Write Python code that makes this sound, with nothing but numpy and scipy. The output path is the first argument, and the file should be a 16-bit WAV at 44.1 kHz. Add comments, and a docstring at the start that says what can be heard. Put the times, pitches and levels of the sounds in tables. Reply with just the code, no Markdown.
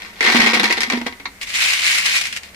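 """Hard dried nuggets fall into a plastic jar in a small kitchen, clacking on its thin wall.
Their impacts excite the modes of the wall, thud on the bottom and draw a hollow note from the enclosed
air, a Helmholtz resonator. The jar takes one knock. Then a hand rakes the next handful together on a
steel plate, where many small contacts merge into a dense dry crunch, over faint room noise."""
import sys
import numpy as np
from scipy import signal
from scipy.fft import rfft, irfft, next_fast_len
from scipy.io import wavfile

SR = 44100
rng = np.random.default_rng(int(sys.argv[2]) if len(sys.argv) > 2 else 0)


def transcribe(u):
    """Save the signal u as a 16-bit wav file named by the first command-line argument.

    u: samples, shape (n,) or (channels, n), limited to [-1, 1]; the rate is SR.
    q: integer samples, one column per channel.
    """
    v = np.clip(np.atleast_2d(u).T, -1, 1)
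    q = np.round(v * 32767).astype(np.int16)
    wavfile.write(sys.argv[1], SR, q)


N = 112454
TIME = np.arange(N) / SR
BURIED_DB = -12  # weakens the reflections of sounds made inside the heap or the jar

# Landings on the bottom of the jar. Each row: start in seconds, air note level in dB, air note
# frequency in Hz (lower while the hand covers the mouth), thud level in dB.
BOTTOM_IMPACTS = [(0.206, -51, 247, -38), (0.239, -53, 242, -30.5), (0.27, -20.5, 228, -42),
                  (0.346, -8, 240.7, -9), (.392, -14, 224, -15.5), (0.431, -12.5, 229.2, -21),
                  (0.464, -14.5, 225.7, -19), (.530, -18, 230.3, -14.5), (0.563, -16.5, 226, -18.5),
                  (.600, -18.5, 210, -23.5), (0.631, -19, 220.6, -13.5), (0.7, -59, 240, -16),
                  (0.774, -28.5, 230.4, -21.5), (0.874, -26, 240, -34), (0.914, -27, 253, -21),
                  (.933, -15, 238.5, -16.5), (.970, -19.5, 243, -25.5), (1.012, -22.5, 238.8, -24),
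                  (1.062, -30, 251, -18.5), (1.198, -41, 277, -45), (1.253, -38.5, 276, -33.5)]


def jar_wall(spot_q=7.9, spot_db=2, crack_db=-2, treble_hz=4500):
    """Impact excitation: clacks and tumbling crumbs shake the wall and set its damped modes ringing."""
    # Each row: start in seconds, level in dB, treble gain in dB, pitch of the struck spot in Hz.
    clacks = [(.020, -33.5, 8.5, 2680), (.207, -8, -5.5, 2170), (.229, -12.5, 2.5, 2120),
              (.249, -9, -6, 2100), (.264, -6, -17, 1950), (.275, -5.5, -14, 1830), (.286, -16, -6, 1830),
              (.300, -9, -2, 2320), (.347, -16, 9.5, 1930), (.357, -8.5, -8, 2800), (.367, -8, 4, 3450),
              (.403, -5.5, -12, 2130), (.418, -6.5, -3, 3160), (.449, -19, -4, 2250), (.462, -6, -11, 1900),
              (.471, -5, -11, 2460), (.533, -13, 0, 2260), (.541, -13.5, 7.5, 2480),
              (.551, -11.5, -17, 2220), (.564, -22, -14, 2450), (.597, -6.5, 1, 3780),
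              (.632, -17, 11, 2100), (.641, -7, 2, 4000), (.656, -13.5, 5, 2260), (.702, -20, 6, 4250),
              (.708, -9.5, 2.5, 2070), (.725, -13.5, 9.5, 2510), (.806, -17, 13, 5500),
              (.818, -18.5, 9.5, 6140), (.8325, -16, 9.5, 2150), (.900, -13.5, 4.5, 2280),
              (.934, -28, -7, 1830), (.975, -31.5, 11.5, 1740), (1.014, -27.5, 5.5, 2600),
              (1.064, -31, 12.5, 1940), (1.125, -29, -16, 2000), (1.199, -29.5, -22, 2160)]
    # Small pieces tumbling between the clacks. Each row: time in seconds, level in dB.
    tumbling = [(0, -41), (.05, -38), (.12, -50.5), (.203, -40), (.212, -23), (.27, -19.5), (.33, -20),
                (.42, -19.5), (.51, -22), (.55, -17), (.61, -31.5), (.66, -25.5), (.755, -34),
                (.778, -20.5), (.795, -35.5), (.83, -34.5), (.89, -36.5), (.915, -23), (1.0, -41.5),
                (1.05, -46.5), (1.068, -26), (1.10, -46), (1.16, -62), (1.38, -75)]
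    # Response of the thin plastic. Each row: frequency in Hz, relative level in dB.
    wall_spectrum = [(100, -53), (250, -12), (400, -6.5), (570, -13.5), (950, -11), (1250, -7.5),
                     (1600, -8), (1900, -0.5), (2300, -2), (3000, -9.5), (4000, -8.5), (5500, -14),
                     (7500, -24.5), (10800, -29.5), (12500, -34.5), (16000, -47)]
    # Each row: natural frequency in Hz, level in dB, time to decay by 60 dB in seconds.
    jar_modes = [(375, -22.5, 0.23), (724, -18, 0.082), (951.5, -19, 0.16), (1097, -23, 0.42),
                 (1256, -25.5, 0.4), (1567, -18, 0.086), (1777, -15, 0.067), (1988, -19.5, 0.35),
                 (2198, -21.5, 0.4), (3320, -24, 0.11), (3980, -36, 0.3)]
    blows = grains(tumbling, per_s=700, spread_db=1, t60=0.012, click_db=3, ring_db=5)
    for start, db, treble_db, hz in clacks:
        clack = burst(t60=0.013, attack_s=0.0006)
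        clack += amp(crack_db) * burst(t60=0.0073, cover_db=BURIED_DB)  # the first hard instant
        dull = signal.lfilter(*signal.butter(1, treble_hz, fs=SR), clack)
        treble = amp(treble_db) * (clack - dull)
        spot = amp(spot_db) * signal.lfilter(*signal.iirpeak(hz, spot_q, fs=SR), clack)
        add(blows, start, amp(db) * (dull + treble + spot))
    ringing = 0
    for hz, db, t60 in jar_modes:
        phase = rng.uniform(0, 2 * np.pi, (2, 1))
        mode = dying(t60) * np.sin(2 * np.pi * hz * TIME + phase)
        ringing += amp(db) * unit_energy(mode)
    return colour(blows, wall_spectrum) + signal.fftconvolve(blows, ringing, axes=1)[:, :N]


def jar_air(t60=0.25, attack_s=0.0043, pan_db=1.75):
    """Helmholtz resonance: each landing pumps the air in the jar, which swings in its mouth."""
    out = np.zeros((2, N))
    envelope = dying(t60) * (1 - np.exp(-TIME / attack_s))
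    pan = amp([[-pan_db], [pan_db]])
    for start, db, hz, _ in BOTTOM_IMPACTS:
        add(out, start, amp(db) * pan * envelope * np.sin(2 * np.pi * hz * TIME))
    return out


def jar_bottom():
    """Damped vibration: the bottom answers each landing with a short, low thud."""
    # Response of the bottom. Each row: frequency in Hz, relative level in dB.
    thud_spectrum = [(100, -33.5), (190, -12), (295, 3), (400, -0.5), (500, -1.5), (580, -12), (720, -2.5),
                     (950, -5), (1300, -13.5), (2500, -6), (8000, -54)]
    thuds = [(start, db) for start, _, _, db in BOTTOM_IMPACTS]
    return colour(hits(thuds, t60=0.063, attack_s=0.0025), thud_spectrum)


def jar_knock(start_s=1.255, db=-19):
    """Impulse response: one sharp knock excites the jar's resonances all at once."""
    # Response of the knocked jar. Each row: frequency in Hz, relative level in dB.
    knock_spectrum = [(200, -34), (550, -26), (900, 5.5), (1250, 1.5), (1550, -5), (2100, 10.5),
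                      (3000, -11.5), (4200, 4.5), (5000, -13.5), (6300, -11), (8000, -32), (16000, -42)]
    return colour(hits([(start_s, db)], t60=0.074, attack_s=0.00048), knock_spectrum)


def raked_heap():
    """Granular friction: rough nuggets grind together and snap on the steel, which the heap damps."""
    # How hard the hand rakes. Each row: time in seconds, level in dB.
    raking = [(1.39, -69), (1.42, -27.5), (1.455, -39.5), (1.49, -29), (1.532, -28.5), (1.548, -17.5),
              (1.595, -20), (1.62, -15.5), (1.70, -17), (1.738, -17), (1.76, -22), (1.83, -19),
              (1.878, -13), (1.91, -15.5), (1.955, -16.5), (1.985, -18.5), (2.025, -23), (2.07, -15.5),
              (2.105, -19.5), (2.165, -14), (2.20, -24.5), (2.26, -27.5), (2.31, -36.5), (2.36, -31.5),
              (2.41, -53), (2.45, -38), (2.55, -69)]
    # Single nuggets striking the plate. Each row: start in seconds, level in dB.
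    snaps = [(1.412, -22.5), (1.429, -22), (1.471, -27), (1.501, -23), (1.621, -12), (1.733, -12),
             (1.929, -26), (1.981, -9.5), (2.060, -9.5), (2.095, -33), (2.169, -40), (2.211, -12.5),
             (2.253, -18), (2.268, -19.5), (2.325, -20), (2.342, -43), (2.362, -18.5), (2.370, -20.5),
             (2.432, -28.5), (2.456, -46), (2.488, -40), (2.544, -36)]
    # Response of the heap on the plate. Each row: frequency in Hz, relative level in dB.
    heap_spectrum = [(100, -39), (300, -27.5), (600, -22.5), (1000, -14), (1500, -8), (2000, 1),
                     (2450, 2.5), (3100, -4), (4200, -5), (6000, -9.5), (8500, -14), (9500, -19),
                     (11000, -17.5), (12500, -26), (15000, -30), (16500, -36)]
    crunch = grains(raking, per_s=1700, spread_db=1.5, t60=0.0023, click_db=-0.5, ring_db=7)
    return colour(crunch + hits(snaps, t60=0.031, attack_s=0.002), heap_spectrum)


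def grains(levels, per_s, spread_db, t60, click_db, ring_db, pieces=22, range_hz=(1558, 11780), q=21.6):
    """Shot noise: random contacts are dealt to pieces that click and ring, each size at its own pitch."""
    strengths = amp(spread_db * np.minimum(rng.exponential(1, N), 4)) * rng.choice([-1, 1], N)
    contacts = strengths * (rng.random(N) < per_s / SR)
    contacts /= np.sqrt(np.mean(contacts ** 2))
    contacts *= amp(np.interp(TIME, *np.transpose(levels)))
    owner = rng.integers(0, pieces, N)
    out = 0
    for piece, hz in enumerate(np.geomspace(*range_hz, pieces)):
        clicks = through(contacts * (owner == piece), burst(t60, cover_db=BURIED_DB))
        ring = signal.lfilter(*signal.iirpeak(hz, q, fs=SR), clicks)
        out += amp(click_db) * clicks + amp(ring_db) * ring
    return out


def hits(rows, t60, attack_s):
    """Superposition of impacts: one burst for each start in seconds and level in dB."""
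    out = np.zeros((2, N))
    for start, db in rows:
        add(out, start, amp(db) * burst(t60, attack_s))
    return out


def burst(t60, attack_s=0, cover_db=0, early_db=-5.5, early_t60=0.075):
    """Modal overlap: dense modes decay as stereo noise, trailed by early reflections off the counter."""
    t = TIME[:SR // 4]
    direct = amp(-60 * t / t60)
    reflected = amp(early_db + cover_db - 60 * t / early_t60)
    fade = np.hypot(direct, reflected)
    attack = np.minimum((t + 1 / SR) / (attack_s + 1 / SR), 1)
    noise = rng.standard_normal((2, len(t))) * fade * attack
    return noise * np.sqrt(np.sum(fade ** 2) / np.sum(noise ** 2, axis=1, keepdims=True))


def kitchen(x, tail_db=-10):
    """Reverberation: reflections from the tiles add a faint tail."""
    return x + amp(tail_db) * through(x, burst(t60=0.18))


def room_noise(db=-43.5):
    """Stationary noise: a faint, steady background, strongest in the bass."""
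    # Each row: frequency in Hz, relative spectral density in dB.
    noise_spectrum = [(20, -3), (40, 0.5), (55, -3), (75, 3.5), (100, -2), (150, -20), (195, 4),
                      (260, -9.5), (500, -8), (1000, -10.5), (1600, -8.5), (2100, -2), (2700, -12),
                      (5000, -15.5), (8000, -18), (15000, -24)]
    return amp(db) * colour(rng.standard_normal((2, N)), noise_spectrum)


def microphone_ports(x):
    """Mid-side stereo: two ports hear the bass alike and the treble differently."""
    # Each row: frequency in Hz, side level minus mid level in dB.
    stereo_width = [(60, -13), (250, -18.5), (700, -5), (1300, -1.5), (2400, 0.5), (15000, -1)]
    # Each row: frequency in Hz, left level minus right level in dB.
    balance = [(60, 0), (250, -2), (700, 2.5), (1300, 0), (2400, 1.5), (4000, 3.5), (8000, -2), (15000, -6)]
    size = 2 * next_fast_len(N)
    mid, side = rfft(x, size)
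    width = amp(on_bins(stereo_width, size))
    lean = amp(on_bins(balance, size) / 2)
    left = (mid + width * side) * lean
    right = (mid - width * side) / lean
    return irfft(np.array([left, right]) / np.sqrt(1 + width ** 2))[:, :N]


def colour(x, spectrum):
    """Minimum-phase filtering: imposes a spectrum causally; white noise keeps its power."""
    size = 2 * next_fast_len(N)
    gain = amp(on_bins(spectrum, size))
    cepstrum = irfft(np.log(gain / np.sqrt(np.mean(gain ** 2))))
    response = np.exp(rfft(2 * cepstrum[:size // 2], size) - cepstrum[0])
    return irfft(rfft(x, size) * response)[..., :N]


def on_bins(spectrum, size):
    """Interpolation in log frequency: a spectrum's level in dB at every bin of a transform."""
    hz, db = np.transpose(spectrum)
    bin_hz = np.arange(size // 2 + 1) * SR / size
    return np.interp(np.log(bin_hz + 1), np.log(hz), db)


def through(x, response):
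    """Convolution with a stereo response of unit energy."""
    return signal.fftconvolve(np.atleast_2d(x), unit_energy(response), axes=1)[:, :N]


def unit_energy(x):
    """Normalisation: the two channels have a mean energy of one."""
    return x / np.sqrt(np.sum(x ** 2) / 2)


def dying(t60):
    """Exponential decay from 1: falls 60 dB in t60 seconds, down to -120 dB."""
    return np.exp(-np.log(1000) * np.minimum(TIME / t60, 2))


def add(out, start_s, sound):
    """Superposition: mixes a sound in at its start time."""
    i = int(np.clip(start_s * SR, 0, N - 1))
    out[:, i:i + sound.shape[1]] += sound[:, :N - i]


def amp(db):
    """Amplitude ratio of a level in decibels."""
    return 10 ** (np.asarray(db) / 20)


def scene():
    """Linear mixing: jar and heap reverberate over the room noise, and the air note is added dry."""
    background = room_noise()
    impacts = jar_wall() + jar_bottom() + jar_knock() + raked_heap()
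    return microphone_ports(kitchen(impacts) + background) + jar_air()


def record(dry, ceiling=0.71, cutoff_hz=16300):
    """Soft saturation rounds the peaks; a steep low-pass filter removes the highest treble."""
    lowpass = signal.cheby2(14, 70, cutoff_hz, fs=SR, output="sos")
    return signal.sosfilt(lowpass, ceiling * np.tanh(dry / ceiling))


dry = scene()
out = record(dry)
transcribe(out)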